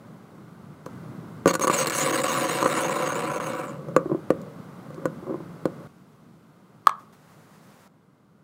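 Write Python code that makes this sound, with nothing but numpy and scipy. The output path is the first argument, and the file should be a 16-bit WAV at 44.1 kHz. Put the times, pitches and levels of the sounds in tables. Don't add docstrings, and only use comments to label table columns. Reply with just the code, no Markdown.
import sys
import numpy as np
from scipy import signal
from scipy.fft import rfft, irfft, next_fast_len
from scipy.io import wavfile
from scipy.ndimage import uniform_filter1d, map_coordinates

SR = 44100
rng = np.random.default_rng(int(sys.argv[2]) if len(sys.argv) > 2 else 0)


def voltage_ratio(decibels):
    exponent = np.asarray(decibels, float) / 20
    return 10 ** exponent


def transcribe(u):
    v = np.clip(np.atleast_2d(u).T, -1, 1)
    q = np.round(v * 32767).astype(np.int16)
    wavfile.write(sys.argv[1], SR, q)


N = 371763
T_S = np.arange(N) / SR

# f/Hz, width/Hz, level/dB
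DISH_MODES = [(141, 18, -1.5), (272, 83, -7), (333, 34, -4), (513, 48.4, 1), (579, 99, -7), (732, 34, -8),
              (1005, 86, -6), (1137, 140, -7.5), (1367, 170, -10.5), (1700, 540, -14.5), (2270, 182, -13),
              (2774, 250, -18)]
# f/Hz, width/Hz, level/dB, loudest spoke phase/0-1 (quietest if swing < 0), swing/dB
RIM_MODES = [(3650, 130, -9, 0.04, 4), (3670, 280, -5.5, .5, 0), (4250, 160, -4, 0.7, -1),
             (4640, 69, -8, 0.1, 1.5), (5710, 150, -12.5, 0.1, 5.5), (6474, 88, 3, 0.04, 12),
             (6980, 230, -1.5, 0, -3.5), (7980, 650, -2, 0.1, -1.5), (8160, 310, 1, 0.9, 0),
             (8600, 200, -9.5, 0.7, 8), (9200, 430, -3.5, 0.2, 1.5), (9300, 880, -6, 0.1, 4.5),
             (9840, 200, -6, 0.6, 8.5), (10300, 310, -25.5, 0.92, 10.5), (11470, 91, -13.5, 0.5, 7),
             (12200, 250, -16.5, .1, -1.5), (12800, 200, -18, .3, 6.5), (13500, 250, -15.5, .8, -2),
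             (14300, 230, -16, .7, 4.5), (15000, 300, -13.5, .2, 1.5), (15550, 250, -19.5, .5, 2.5)]
# t/s, level/dB
PRESSURE = [
    (1.474, 1),
    (1.55, -8),
    (1.65, -8),
    (1.7, -1.5),
    (1.9, -4),
    (2.05, -1),
    (2.45, -0.5),
    (2.58, -2.5),
    (2.72, 0.5),
]
# landing t/s, peak level/dB, flight/ms (below 0: none), brightness/dB
LANDINGS = [(1.476, -8.5, 3, -8), (1.509, -15.5, -1.5, -26.5), (1.533, -26, 19, -14),
            (1.539, -17, -1.5, -6.5), (1.552, -13.5, 7.5, -5), (1.595, -16, 37.5, -10.5),
            (1.609, -17, 11, -27), (1.614, -19.5, -0.5, -14), (1.637, -19, -4, -13.5), (1.644, -9, 2, -16),
            (1.671, -11.5, 18, -12.5), (1.679, -15.5, -1, -19.5), (1.693, -24, 9.5, -23.5),
            (1.6979, -8, 8, -23), (1.859, -25.5, 10.5, -20), (1.87, -21.5, 7.5, 5.5), (1.898, -26.5, 11, 7),
            (1.92, -25, 8, -6), (2.123, -32, 10, -12.5), (2.175, -30, 6.5, -9), (2.234, -32, 7, -12),
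            (2.466, -31.5, 5, -8), (2.627, -10.5, 5.5, -12.5), (2.643, -17, 9, -30), (2.656, -12, 6.5, -24),
            (2.66, -9.5, -1, -20), (3.4, -22, 16.5, -14), (3.598, -22.5, -2.5, -16)]
# t/s, peak level/dB
KNOCKS = [
    (0.859, -35.5),
    (0.8631, -21),
    (1.458, 1),
    (1.469, -4),
    (3.885, -22.5),
    (3.964, 1),
    (4.304, -3),
    (4.904, -28.5),
    (5.0552, -5.5),
    (5.655, -6.5),
]
# f/Hz, level/dB, t60/s
KNOCK_PARTIALS = [(139, -18, 0.015), (207, -5.5, 0.033), (328.6, 7, 0.019), (439, 3, 0.02),
                  (509, -3.5, .07), (645, -18, 0.032), (843, -9, 0.016), (1032, -8.5, 0.043),
                  (1140, 6, 0.018), (1453, -10, 0.037), (1807, -12.5, 0.018), (2236, -15.5, 0.014),
                  (2660, -26.5, 0.014)]
# t/s, peak level/dB
TICKS = [
    (.861, -40),
    (4.416, -44),
    (4.9444, -47),
]
# f/Hz, width/Hz, level/dB
CRADLE_MODES = [(147.5, 25, 7), (269, 77, -3), (380, 180, -7.5), (551, 48.5, -0.5), (1120, 105, 6),
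                (1530, 49, -3)]
# peak t/s, level/dB, rise/s, fall/s
ROLLS = [
    (3.7, -38, 0.07, 0.66),
    (3.95, -33.5, .4, 0.13),
    (4.13, -27, 0.13, 0.024),
    (4.4, -35, 0.14, 0.26),
    (4.9, -48, 0.11, .9),
    (5.04, -34, 0.17, 0.11),
    (5.3, -26.5, 0.042, .055),
    (5.8, -40.5, 0.23, 0.93),
]
# t/s, peak level/dB
TAPS = [(4.058, -14), (4.097, -14.5), (4.116, -10.5), (4.128, -16), (4.147, -12.5), (4.186, -27),
        (4.448, -37), (4.963, -40), (4.979, -25.5), (5.227, -24), (5.268, -18.5), (5.279, -22),
        (5.287, -30), (5.295, -19), (5.308, -16.5), (5.323, -17.5), (5.338, -21), (5.342, -14),
        (5.356, -23), (5.403, -21.5), (5.805, -34)]
# t/s, level/dB, crack level/dB
SNAP = [
    (6.859, -45.5, -14.5),
    (6.8703, 2, -17),
    (6.894, -15, -20.5),
]
# f/Hz, level/dB, t60/s
PALM_PARTIALS = [(1560, -6, 0.0078), (920, -18, .008), (2225, -11, 0.0049), (3300, -16.5, .004),
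                 (4150, -17, 0.0048), (5985, -14.5, 0.0039), (7910, -15, 0.0057)]
# peak t/s, level/dB, rise/s, fall/s
RUSTLES = [
    (5.88, -65.5, .01, 0.67),
    (7.0, -59, .025, 0.064),
    (7.128, -58.5, .003, 0.079),
    (7.3, -66, .2, 0.48),
    (7.54, -70.5, .4, 0.403),
    (7.82, -57, .9, .9),
]
# f/Hz, level/dB per Hz
CLOTH = [(240, -37.5), (400, -4.5), (504, 0), (1220, 1.5), (3210, -12.5), (6640, -13.5), (16000, -19.5)]
# f/Hz, level/dB per Hz
HUM = [(20, -34), (40, -21.5), (70, -18), (110, -3.5), (160, 3.5), (250, -4), (350, -8), (500, -38),
       (800, -62)]
# f/Hz, level/dB per Hz
AIR = [(200, -41.5), (400, 2.5), (860, -5), (1190, -2.5), (1550, -8), (1750, -16.5), (2100, -13),
       (2400, -27), (3000, -51.5)]
# f/Hz, level/dB per Hz
HISS = [(1200, -36), (2400, 0), (4100, -2.5), (5400, -6), (9000, -8), (16000, -12)]
# start t/s, room gain/dB, preamp hiss gain/dB
TAKES = [
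    (0, -1.5, -6),
    (.858, 2.5, -2),
    (5.873, -8.5, -10.5),
    (7.878, -13, -16.5),
]
# f/Hz, t60/s
WHEEL_ROOM = [(300, 0.2), (1200, 0.17), (4000, 0.076), (12000, 0.056)]
# f/Hz, t60/s
SNAP_ROOM = [(300, .2), (1200, .4), (2000, .2), (4000, .19), (8000, .11), (14000, .06)]

TOPPLE_S, SPIN_S = 1.329, 2.41
SPOKE_HZ, DRAG = 6.35, 3.007
CREEP, SETTLE_DB_PER_S = 0.029, 300
DISH_DB, DISH_BY_SPEED = -24, 0.66
RIM_DB, RIM_BY_SPEED, RIM_BY_PRESSURE, RIM_FADE_DB_PER_S = -27.5, 0.71, -0.17, 5.5
LIFT_DB_PER_MS, LIFT_MAX_DB = 3, 28.5
HOP_DULLS, HOP_MEMORY_S = 0.43, 0.1
FALL_HARD_DB, FALL_BRIGHT_DB, LAND_HARD_DB = -16.5, -25.5, -8.5
ROLL_FLOOR_DB, ROLL_HARD_DB, TAP_HARD_DB = -66.5, -20, -15.5
HUM_DB, AIR_DB, HISS_DB = -45.5, -52, -61


def scrape():
    spent = np.clip((T_S - TOPPLE_S) / SPIN_S, 0, 1)
    speed_db = np.where(T_S > PRESSURE[0][0], 20 * np.log10(1 - spent ** DRAG + CREEP), -200)
    speed_db = speed_db - SETTLE_DB_PER_S * np.clip(T_S - TOPPLE_S - SPIN_S, 0, None)
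    press_db, = curves(PRESSURE)
    dish_db = DISH_DB + DISH_BY_SPEED * speed_db + press_db
    rim_db = RIM_DB + RIM_BY_SPEED * speed_db + RIM_BY_PRESSURE * press_db
    rim_db = rim_db - RIM_FADE_DB_PER_S * SPIN_S * spent

    lift_db = np.zeros(N)
    for s, _, flight_ms, _ in LANDINGS:
        if flight_ms > 0:
            airborne = np.clip((T_S - s) / .002 + flight_ms / 2, 0, 1) * (T_S < s)
            lift_db += min(LIFT_DB_PER_MS * flight_ms, LIFT_MAX_DB) * airborne
    rim_db = rim_db - HOP_DULLS * uniform_filter1d(lift_db, size=round(HOP_MEMORY_S * SR))

    chatter = voltage_ratio(.5 * wobble(50) - 7 * np.clip(wobble(300) - .2, 0, None))
    bumps = grains(per_s=1800, spread_db=2.0) + .3 * rng.standard_normal(N)
    slip = voltage_ratio(-lift_db) * unit(chatter * bumps)

    turn = SPOKE_HZ * SPIN_S * (spent - spent ** (DRAG + 1) / (DRAG + 1))
    grit = slip * rng.standard_normal(N)
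    rim = voltage_ratio(-9.5) * filtered(grit, lambda hz: highpass(1800)(hz) / (1 + 1j * hz / 5000) ** 2)
    for k, (hz, width, db, phase, swing_db) in enumerate(RIM_MODES):
        side = np.tanh(2.5 * np.cos(2 * np.pi * (turn - phase)) + 0.12)
        seat = voltage_ratio(swing_db * side + 3.6 * wobble(32))
        rim += (-1) ** k * voltage_ratio(db) * resonate(slip * unit(seat), hz, width)

    slowing_db = 0.46 * np.clip(rim_db - dish_db + 5.5, -25, 0)
    dish = np.zeros(N)
    for k, (hz, width, db) in enumerate(DISH_MODES):
        favour = voltage_ratio(1.0 * wobble(17) + slowing_db * (hz > 1500))
        dish += (-1) ** k * voltage_ratio(db) * resonate(slip * favour, hz, width)
    return voltage_ratio(dish_db) * unit(dish) + voltage_ratio(rim_db) * unit(rim)


def knocks():
    dish, crack, t = np.zeros(N + SR), np.zeros(N + SR), np.arange(SR // 5) / SR
    blows = [(s, db, FALL_HARD_DB, FALL_BRIGHT_DB) for s, db in KNOCKS]
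    blows += [(s, db, LAND_HARD_DB, bright_db) for s, db, _, bright_db in LANDINGS]
    for s, db, hard_db, bright_db in blows:
        body = ring(KNOCK_PARTIALS[:6], t - .0004, scatter_db=1.95) * (1 - np.exp(-t / 0.0023))
        edge = ring(KNOCK_PARTIALS[6:], t, scatter_db=6.0) * (1 - np.exp(-t / 0.00038))
        add_at(dish, s + .0004, voltage_ratio(db - 3) * (body - voltage_ratio(hard_db + 3.5) * edge))
        add_at(crack, s, voltage_ratio(db + bright_db + 7.5 - 60 * t / .014) * rng.standard_normal(len(t)))
    for s, db in TICKS:
        add_at(crack, s, voltage_ratio(db + 9.5 - 60 * t / 0.0086) * rng.standard_normal(len(t)))
    rim = resonances([mode[:3] for mode in RIM_MODES])
    direct = lambda hz: 0.52 * highpass(700)(hz) / (1 + 1j * hz / 6000)
    return dish[:N] + filtered(crack[:N], lambda hz: rim(hz) + direct(hz))


def rock():
    wheel_take = take() == 1
    resting = wheel_take & (T_S > ROLLS[0][0])
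    level = wheel_take * swells(ROLLS) + resting * voltage_ratio(ROLL_FLOOR_DB)
    roll = filtered(grains(per_s=600, spread_db=1.5), lambda hz: 1 / (1 + 1j * hz / 900) ** 2)
    low = unit(filtered(roll, resonances(CRADLE_MODES[:4])))
    high = unit(filtered(roll, resonances(CRADLE_MODES[4:])))
    out, t = np.pad(level * (low + voltage_ratio(ROLL_HARD_DB) * high), (0, SR)), np.arange(SR // 20) / SR
    partials = [(347, 4, 0.037), (199, -18, .03), (510, -4.0, 0.024), (1053, TAP_HARD_DB + 5, 0.032)]
    for s, db in TAPS:
        tap = ring(partials, t, scatter_db=2.0) * (1 - np.exp(-t / 0.00094))
        add_at(out, s, voltage_ratio(db - 4.5) * tap)
    return out[:N]


def snap():
    out, t = np.zeros(N + SR), np.arange(SR // 10) / SR
    opened_s = np.clip(t - .0044, 0, None)
    cavity = voltage_ratio(-60 * t / .08 - 60 * opened_s / .006) * np.sin(2 * np.pi * 1185 * t)
    cavity = cavity * (1 - np.exp(-(t / .0004) ** 2))
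    for s, db, crack_db in SNAP:
        crack = voltage_ratio(crack_db - 60 * t / .005) * uniform_filter1d(rng.standard_normal(len(t)), size=2)
        add_at(out, s, -voltage_ratio(db) * (cavity + ring(PALM_PARTIALS, t, scatter_db=4.0) + crack))
    return filtered(out[:N], highpass(300))


def rustle():
    return (take() == 2) * swells(RUSTLES) * voltage_ratio(1.2 * wobble(25)) * noise(CLOTH)


def room():
    _, gain_db, preamp_db = np.array(TAKES)[take()].T
    hum = voltage_ratio(HUM_DB + gain_db + 1.7 * wobble(7.2)) * noise(HUM)
    air = voltage_ratio(AIR_DB + gain_db + 0.42 * wobble(3.5)) * noise(AIR)
    return hum + air + voltage_ratio(HISS_DB + preamp_db) * noise(HISS)


def walls(x, decay):
    hz, t, z = signal.stft(rng.standard_normal(SR // 2), SR, nperseg=256)
    tail = signal.istft(z * voltage_ratio(-60 * t / along(decay, hz)[:, None]), SR, nperseg=256)[1]
    return signal.fftconvolve(np.pad(x, (200, 0)), tail / np.linalg.norm(tail))[:N]


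def take():
    return np.searchsorted([row[0] for row in TAKES], T_S, "right") - 1


def swells(rows):
    total = np.zeros(N)
    for s, db, rise_s, fall_s in rows:
        total += voltage_ratio(db - 20 * np.where(T_S < s, (s - T_S) / rise_s, (T_S - s) / fall_s))
    return total


def grains(per_s, spread_db):
    chance, size, sign = rng.random((3, N))
    return unit((chance < per_s / SR) * voltage_ratio(-spread_db * np.log(size + 0.0033)) * np.sign(sign - .5))


def ring(partials, t, scatter_db):
    total = 0
    for hz, db, t60 in partials:
        total = total + voltage_ratio(db + rng.normal(0, scatter_db) - 60 * t / t60) * np.sin(2 * np.pi * hz * t)
    return total


def add_at(out, s, burst):
    out[round(s * SR):][:len(burst)] += burst


def resonate(x, hz, width_hz):
    return signal.lfilter(*signal.iirpeak(hz, hz / width_hz, SR), x)


def resonances(modes):
    def response(f):
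        total = 0
        for k, (c, w, db) in enumerate(modes):
            total = total + (-1) ** k * voltage_ratio(db) * 1j * f * w / (c * c - f * f + 1j * f * w)
        return total
    return response


def highpass(corner_hz):
    return lambda hz: (1j * hz / (1j * hz + corner_hz)) ** 3


def filtered(x, response):
    m = next_fast_len(N + SR // 2)
    return irfft(rfft(x, m) * response(np.fft.rfftfreq(m, 1 / SR)), m)[..., :N]


def noise(spectrum):
    return unit(filtered(rng.standard_normal(N), lambda hz: voltage_ratio(along(spectrum, hz))))


def wobble(rate_hz):
    coarse = np.arange(0, N + 64, 32)
    knots = rng.standard_normal(int(N * rate_hz / SR) + 6)
    return np.interp(np.arange(N), coarse, map_coordinates(knots, [coarse * rate_hz / SR]))


def curves(rows):
    s, *cols = np.transpose(rows)
    return [np.interp(T_S, s, c) for c in cols]


def along(points, hz):
    f, v = np.transpose(points)
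    return np.interp(np.log(hz + 1), np.log(f + 1), v)


def unit(x):
    return x / np.sqrt(np.mean(x ** 2) + 1e-20)


def scene():
    wheel = filtered(scrape() + rock() + knocks(), highpass(115))
    finger = snap()
    spread = filtered(finger, lambda hz: 1 - 0.55 * resonances([(1185, 200, 0)])(hz))
    echoes = voltage_ratio(-15) * walls(wheel, WHEEL_ROOM) + voltage_ratio(-18.5) * walls(spread, SNAP_ROOM)
    return (wheel + finger + echoes + rustle() + room())[None]


def low_pass(x):
    return signal.sosfilt(signal.butter(12, 17040, fs=SR, output="sos"), x)


def record(dry):
    x = filtered(dry, lambda hz: voltage_ratio(np.interp(hz, [15750, 15900, 16900, 17050], [0, -20, -27, -70])))
    x = x / (1 + np.abs(x / .88) ** 8) ** (1 / 8)
    x = filtered(x, highpass(20))
    return low_pass(x)


dry = scene()
out = record(dry)
transcribe(out)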